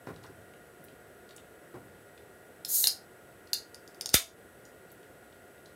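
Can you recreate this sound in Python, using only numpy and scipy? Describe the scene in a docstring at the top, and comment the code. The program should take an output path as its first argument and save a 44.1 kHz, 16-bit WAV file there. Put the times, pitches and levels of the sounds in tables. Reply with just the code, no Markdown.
"""A small room: someone sits down at a desk and slowly opens an aluminium drink can near a laptop microphone.
Soft bumps and finger ticks come first, made from struck bursts of coloured noise.
The seal cracks and a jet of coloured noise hisses out; the lid buckles in bright pops of ringing modes.
The score tears in ticks, then the flap snaps in with a crack, a rattling can and a pulse of air.
A fan of noise and wavering tones whirs throughout; the recorder's gain control ducks it after the snap."""
import sys
import numpy as np
from scipy import signal
from scipy.fft import rfft, irfft
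from scipy.io import wavfile
from scipy.ndimage import uniform_filter1d, minimum_filter1d

SR = 44100
rng = np.random.default_rng(int(sys.argv[2]) if len(sys.argv) > 2 else 0)


def output_pcm(signal):
    """Save a mono or channel-first signal as 16-bit PCM at the path in sys.argv[1].

    Samples are clipped to [-1, 1] before scaling.
    """
    pcm = np.clip(np.atleast_2d(signal).T, -1, 1) * 32767
    wavfile.write(sys.argv[1], SR, np.round(pcm).astype(np.int16))


N = 253591
T = np.arange(N) / SR
RING = T[:8192]  # time axis of one hit or one filter

# fan air: f/Hz, level/dB
AIR_COLOUR = [(15, -58), (25, -26.5), (42, -8.5), (92, -5.5), (288, -6.5), (376, -0.5), (501, -2.5),
              (643, -5.5), (694, -6), (824, -13.5), (1120, -17.5), (1460, -9.5), (1800, -16), (1950, -15),
              (2400, -23), (3120, -43), (5280, -120)]
# microphone hiss: f/Hz, level/dB
HISS_COLOUR = [(1180, -31), (2000, -0.5), (2240, -15), (2590, -4), (4920, -13.5), (7510, -12.5),
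               (7710, -10.5), (9990, -8.5), (14700, -11), (15800, -19.5)]
# fan tones and electrical whine: f/Hz, level/dB
FAN_TONES = [(712, -69.5), (1424, -67), (1663, -74), (1900, -71.5), (7962, -77), (9238, -81.5),
             (10150, -84.5)]
# how long the room rings: f/Hz, t60/s
ROOM_DECAY = [(150, 0.4), (600, 0.44), (1400, 0.19), (4500, 0.22), (14000, 0.2)]
# colour of the room's tail: f/Hz, level/dB
ROOM_COLOUR = [(100, -4), (600, -3.5), (1500, -2), (4000, -2), (8000, -2), (15000, -4.5)]
# colour of the bounce off the near wall: f/Hz, level/dB
BOUNCE_COLOUR = [(1000, -4), (5000, -6), (8000, 3), (11000, 5.0), (15000, 6.5)]
# soft bumps of body, chair and desk: t/s, level/dB, knock against thud/dB, time until the weight settles/s
BUMPS = [(0.07, -29.5, -4, .03), (0.238, -45.5, 3.5, 0.0099), (0.293, -42, -10, 0.0045),
         (0.799, -43.5, -21, .012), (0.924, -48, -14, 0.00386), (1.741, -34, -7.5, .014),
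         (1.829, -45, -22, 0.0087)]
# colour of a padded thud: f/Hz, level/dB
THUD_COLOUR = [(50, -26), (100, -7), (165, 4), (340, 2.5), (600, -10.5), (1200, -23), (3000, -50)]
# colour of its wooden knock: f/Hz, level/dB
KNOCK_COLOUR = [(300, -13), (700, 2), (950, 0), (1250, 2.5), (1800, -5), (3000, -18.5), (9000, -29)]
# fingers tick on the can: t/s, peak level/dB, centre f/Hz
FINGER_TICKS = [(0.161, -45.5, 3770), (0.2368, -44, 3870), (0.5365, -47.5, 2610), (0.84, -41.5, 12800),
                (0.8834, -47.5, 2820), (1.2905, -45.5, 3760), (1.3078, -44, 3830), (1.3623, -41.5, 7700),
                (1.3799, -43, 2800), (2.1767, -47.5, 3010), (3.472, -48.5, 4580), (4.652, -43, 6300),
                (4.9157, -42.5, 13600), (5.658, -46.5, 4380)]
# the hands shift their grip, with fainter ticks: from t/s, to t/s
GRIP_SHIFTS = [(0.051, 0.3), (4.649, 5.7)]
# colour of the gas jet: f/Hz, level/dB
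JET_COLOUR = [(1000, -35.5), (3300, -23.5), (4200, -7.5), (5700, -9), (6600, 1), (8000, -5), (9000, -0.5),
              (11300, -1), (12400, 3), (13500, -1.5), (15600, -5)]
# the lid buckles under the tab: t/s, level/dB, lid pitch f/Hz, upper modes/dB, crack/dB
LID_POPS = [(2.6484, -31, 4250, 3.5, 2), (2.8407, -19, 4050, -10, -4.5), (2.871, -15, 4350, 4.5, -2.5),
            (3.532, -20, 4440, -5.5, -3)]
# the lid's overtones: f/Hz, level/dB, t60/s
LID_MODES = [(4866, -3, 0.013), (5140, -3.5, 0.014), (5430, -2.5, 0.0078), (6440, -6.5, 0.0062),
             (8670, -10, 0.01), (9550, -8, 0.0085), (10570, -5.5, .011), (12400, -10, 0.014),
             (14100, -16, 0.0104)]
# the can's wall under the pops: f/Hz, level/dB, t60/s
WALL_MODES = [(377.7, -9, .015), (800, -5, .015), (1560, -1, 0.012), (1690, 2, .014), (2706, -5, 0.027),
              (2820, -4, .012), (3590, 3.5, 0.013)]
# the score tears a little further: t/s, level/dB
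TEARS = [(3.745, -42.5), (3.8769, -49), (3.9455, -54), (4.0102, -30), (4.0587, -28), (4.091, -33)]
# tab and flap ring together: f/Hz, level/dB, t60/s
TAB_MODES = [(820, -18, 0.018), (2752.4, -22, 0.021), (3556, -17.5, 0.024), (3700, -12.5, 0.0235),
             (4650, 0.5, 0.012), (4900, 1.5, 0.0086), (5300, -2.5, 0.014), (6200, -6.5, 0.011),
             (7110, -9.5, 0.0113), (8900, -9, 0.033), (10850, -8, .01), (13700, -17, .008)]
# colour of tearing metal: f/Hz, level/dB
CRACK_COLOUR = [(200, -22.5), (1000, -15), (2200, -4.5), (4000, 1.5), (6500, 6), (8000, -1), (11500, 0.5),
                (14000, -0.5), (15500, -9)]
# the opened can rings: f/Hz, level/dB, t60/s
CAN_MODES = [(670, -8.5, 0.0089), (1223, -2, 0.0196), (2107, -2, .02), (2580, -4.5, 0.024),
             (2790, -6.5, 0.042), (3200, -7, .022), (3670, 3, 0.024), (3850, -2, .018), (4800, 5.5, 0.015),
             (6520, 1.5, .01), (6600, 0.5, .01), (11300, 3.5, 0.00795), (12100, -1, 0.0102)]
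# the thin wall's countless close modes, as a colour: f/Hz, level/dB
SHEET_COLOUR = [(300, -13), (680, -6.5), (950, -16.5), (1250, -1), (1750, 3), (2100, 1.5), (3700, 0.5),
                (5200, -11), (7000, 1), (8200, -5.5), (11500, -3.5), (14000, -9), (15500, -19.5)]


def undb(db):
    """Decibels to gain."""
    return 10 ** (np.asarray(db) / 20)


def level(x, db=0):
    """Set the rms level."""
    return x * undb(db) / np.sqrt(np.mean(x ** 2))


def peak(x, db):
    """Set the peak level."""
    return x * undb(db) / np.abs(x).max()


def blow(x, db=0):
    """Give a hit the energy of 3 ms of sound at this level."""
    return x * undb(db) * np.sqrt(.003 * SR / np.sum(x ** 2))


def add(out, s, x):
    """Mix a sound in at time s."""
    i = int(s * SR)
    out[i:i + len(x)] += x[:N - i]


def along(points, hz):
    """Read (Hz, value) points on a log-frequency axis."""
    f, value = np.transpose(points)
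    return np.interp(np.log(hz + 1), np.log(f), value)


def colour(x, points):
    """Filter to a (Hz, dB) shape; folding the cepstrum makes it minimum phase, so nothing sounds early."""
    hz = np.fft.rfftfreq(len(RING), 1 / SR)
    cepstrum = irfft(np.log(undb(along(points, hz))))
    cepstrum[1:len(RING) // 2] *= 2
    cepstrum[len(RING) // 2:] = 0
    impulse = irfft(np.exp(rfft(cepstrum)))
    return signal.fftconvolve(x, impulse)[:len(x)]


def band(x, hz, width):
    """One resonance, gain 1 at its centre."""
    return signal.lfilter(*signal.iirpeak(hz, hz / width, fs=SR), x)


def ramp(s, length_s):
    """Rise from 0 to 1, starting at time s."""
    return np.clip((T - s) / length_s, 0, 1)


def fade(t60, rise_s=0):
    """Exponential decay after an optional short swell."""
    swell = 1 - np.exp(-RING / rise_s) if rise_s else 1
    return swell * np.exp(-np.log(1000) * RING / t60)


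def burst(t60, rise_s=0.000269):
    """A dying puff of noise."""
    return rng.standard_normal(len(RING)) * fade(t60, rise_s)


def ring(modes, scatter=0.00708, rise_s=0.00066):
    """Struck modes as dying sines, with pitch and phase never quite the same twice."""
    out = np.zeros(len(RING))
    for hz, db, t60 in modes:
        struck_hz = hz * (1 + scatter * rng.standard_normal())
        sine = np.sin(2 * np.pi * (struck_hz * RING + rng.random()))
        out += undb(db) * fade(t60, rise_s) * sine
    return out


def walk(rate):
    """Slow random wander with spread 1."""
    k = int(SR / rate)
    steps = np.repeat(rng.standard_normal(N // k + 2), k)
    return level(uniform_filter1d(steps, k))[:N]


def fan(air_db=-55, hiss_db=-65, swell_db=-0.33, wander_hz=2.51, flutter_db=0.5):
    """Moving air, wavering blade tones and the microphone's own hiss."""
    air = level(colour(rng.standard_normal(N), AIR_COLOUR), air_db) * undb(swell_db * walk(6))
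    hiss = level(colour(rng.standard_normal(N), HISS_COLOUR), hiss_db)
    tones = np.zeros(N)
    for hz, db in FAN_TONES:
        phase = 2 * np.pi * np.cumsum(hz + wander_hz * walk(25)) / SR
        tones += level(np.sin(phase) * undb(flutter_db * walk(14)), db)
    return air + hiss + tones


def room(x, wall_s=.0077, wall_db=-7, desk_s=0.0021, desk_db=-11, tail_s=.0105, tail_db=-3.0):
    """Bounces off the desk and a near wall, then a short dense tail."""
    hz = np.fft.rfftfreq(len(RING), 1 / SR)
    noise = rfft(rng.standard_normal(len(RING)))
    centres = np.transpose(ROOM_DECAY)[0]
    tail = np.zeros(len(RING))
    # each band of the tail dies at its own rate
    for share, (_, t60) in zip(np.eye(len(ROOM_DECAY)), ROOM_DECAY):
        band_gain = along(np.c_[centres, share], hz)
        tail += irfft(noise * band_gain) * fade(t60)
    tail = colour(tail / np.sqrt(np.sum(tail ** 2)), ROOM_COLOUR)
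    out = x.copy()
    add(out, desk_s, undb(desk_db) * x)
    add(out, wall_s, undb(wall_db) * colour(x, BOUNCE_COLOUR))
    add(out, tail_s, undb(tail_db) * signal.fftconvolve(x, tail)[:N])
    return out


def chair(hz=100, width_hz=55, rock_db=-24, rock_rise_s=.04, rock_t60_s=1.2):
    """Every bump rocks the chair: a low rumble from the seat swells and dies away."""
    rumble = band(band(rng.standard_normal(N), hz, width_hz), hz, 2 * width_hz)
    rocking = np.zeros(N)
    for s, db, _, _ in BUMPS:
        decay = np.exp(-np.log(1000) * np.abs(T - s) / rock_t60_s)
        rocking += undb(db + rock_db) * ramp(s, rock_rise_s) * decay
    return level(rumble) * rocking


def bumps(thud_t60=0.069, knock_t60=0.12, soften_db=-4, count=3):
    """Each padded bump lands in a few contacts that share its weight; the wooden knock softens each time."""
    out = np.zeros(N)
    for s, db, knock_db, settle_s in BUMPS:
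        for k, lag in enumerate(np.linspace(0, settle_s, count)):
            thud = blow(colour(burst(thud_t60), THUD_COLOUR), db)
            knock = colour(burst(knock_t60, rise_s=0.00083), KNOCK_COLOUR)
            knock = blow(knock, db + knock_db + k * soften_db)
            add(out, s + lag, (thud + knock) / np.sqrt(count))
    return out


def handling(tick_t60=.018, tick_width=0.28, grip_hz=4000, grip_peak_db=-53, grip_spread_db=2.5, count=4):
    """Soft ticks of fingers on the can: a few clear ones, and faint ones at random while the grip shifts."""
    out = np.zeros(N)
    ticks = list(FINGER_TICKS)
    for start, end in GRIP_SHIFTS:
        for _ in range(count):
            db = grip_peak_db + grip_spread_db * rng.standard_normal()
            hz = grip_hz * 2 ** rng.uniform(-0.56, 0.66)
            ticks.append((rng.uniform(start, end), db, hz))
    for s, db, hz in ticks:
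        tick = band(burst(tick_t60, rise_s=0.00094), hz, tick_width * hz)
        add(out, s, peak(tick, db))
    return out


def gas(slit_s=2.68, spring_s=.009, widen_s=0.072, ajar_share=.29, gas_db=-26, seep_db=-52.5,
        drain_db_per_s=62, vent_s=0.207, release_s=0.039, sputter_db=-1.1):
    """Gas seeps from the first pop, then jets, sputtering slightly: slit opening times the pressure left."""
    # the slit springs ajar, then widens
    opening = ajar_share * ramp(slit_s, spring_s) + (1 - ajar_share) * ramp(slit_s, widen_s) ** 2
    drained_s = np.maximum(T - slit_s - widen_s, 0)
    dying_away = 1 - ramp(slit_s + vent_s - release_s, release_s)
    pressure = undb(-drain_db_per_s * drained_s) * dying_away
    seep = undb(seep_db) * (T > LID_POPS[0][0])
    jet = level(colour(rng.standard_normal(N), JET_COLOUR))
    return jet * (seep + undb(gas_db) * opening) * pressure * undb(sputter_db * walk(300))


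def lid(dome_t60=0.0091, crack_t60=0.014, wall_db=-14.0, split_hz=170):
    """The thin dome flips with a crack; being out of round it rings in a close pair, damped by the fingers."""
    out = np.zeros(N)
    for s, db, hz, upper_db, crack_db in LID_POPS:
        pair = [(hz - split_hz / 2, 0, dome_t60), (hz + split_hz / 2, 0, dome_t60)]
        dome = blow(ring(pair, rise_s=.001))
        upper = blow(ring(LID_MODES), upper_db)
        wall = blow(ring(WALL_MODES), wall_db)
        crack = blow(colour(burst(crack_t60, rise_s=.0007), CRACK_COLOUR), crack_db)
        add(out, s, blow(dome + upper + wall + crack, db))
    return out


def tearing(crack_db=-4, crack_t60=.006):
    """Each slip of the score line cracks and rings the tab."""
    out = np.zeros(N)
    for s, db in TEARS:
        tab = blow(ring(TAB_MODES, scatter=.009, rise_s=0.00037))
        crack = blow(colour(burst(crack_t60), CRACK_COLOUR), crack_db)
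        add(out, s, blow(tab + crack, db))
    return out


def snap(snap_s=4.1415, snap_db=-6, second_lag_s=0.0024, second_db=-1, crack_t60=0.0097, can_db=-4,
         sheet_db=-3.5, sheet_t60=0.094, swell_db=-23, swell_s=0.0034):
    """A brief noise swells into the snap; the flap rips free on one side, then the other, and the can rings."""
    swell = (T < snap_s) * np.exp(-np.abs(T - snap_s) / swell_s)
    out = swell * level(colour(rng.standard_normal(N), CRACK_COLOUR), swell_db)
    # the second side follows a little weaker
    for s, db in [(snap_s, snap_db), (snap_s + second_lag_s, snap_db + second_db)]:
        crack = blow(colour(burst(crack_t60), CRACK_COLOUR))
        can = blow(ring(CAN_MODES), can_db)
        sheet = blow(colour(burst(sheet_t60, rise_s=0.0025), SHEET_COLOUR), sheet_db)
        add(out, s, blow(crack + can + sheet, db))
    return out


def flap(s=4.1441, width_s=0.000257, db=-6, lead_s=0.00065, push=0.69, pull=0.56, refill_s=0.0052, suction=0.68):
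    """The flap plunges in: a short push of air, then a suction that refills more slowly."""
    pushed = push * np.exp(-.5 * ((T - s + lead_s) / width_s) ** 2)
    pulled = pull * np.exp(-.5 * ((T - s) / width_s) ** 2)
    refill = (T > s) * np.exp(-np.abs(T - s) / refill_s)
    return undb(db) * (pushed - pulled - suction * refill)


def scene():
    """Chair, can and fan at the desk; tearing ticks and bumps get less room; flap, chair and fan stay dry."""
    thuds = room(bumps(), tail_db=-6.0, wall_db=-10)
    ticks = room(tearing(), tail_db=-5.5, wall_db=-9)
    can = room(handling() + gas() + lid() + snap())
    return (fan() + chair() + thuds + can + ticks + flap())[None]


def record(dry, low_hz=56, order=5, top_hz=15750, limit_db=-12.5, hold_s=0.11, release_db_per_s=55):
    """A small microphone without deep bass or top treble; gain control dips at once, holds, then recovers."""
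    x = signal.sosfilt(signal.butter(order, low_hz, "high", fs=SR, output="sos"), dry[0])
    power = np.abs(uniform_filter1d(x ** 2, size=132))  # 3 ms window
    over = np.maximum(10 * np.log10(power + 1e-12) - limit_db, 0)
    # hold the largest recent excess, then let it fall at a steady rate
    hold = int(hold_s * SR) // 2 * 2 + 1
    over = -minimum_filter1d(-over, hold, origin=hold // 2)
    dip_db = np.maximum.accumulate(over + release_db_per_s * T) - release_db_per_s * T
    top = signal.ellip(10, .2, 80, top_hz, fs=SR, output="sos")
    return signal.sosfilt(top, x * undb(-dip_db))[None]


dry = scene()
out = record(dry)
output_pcm(out)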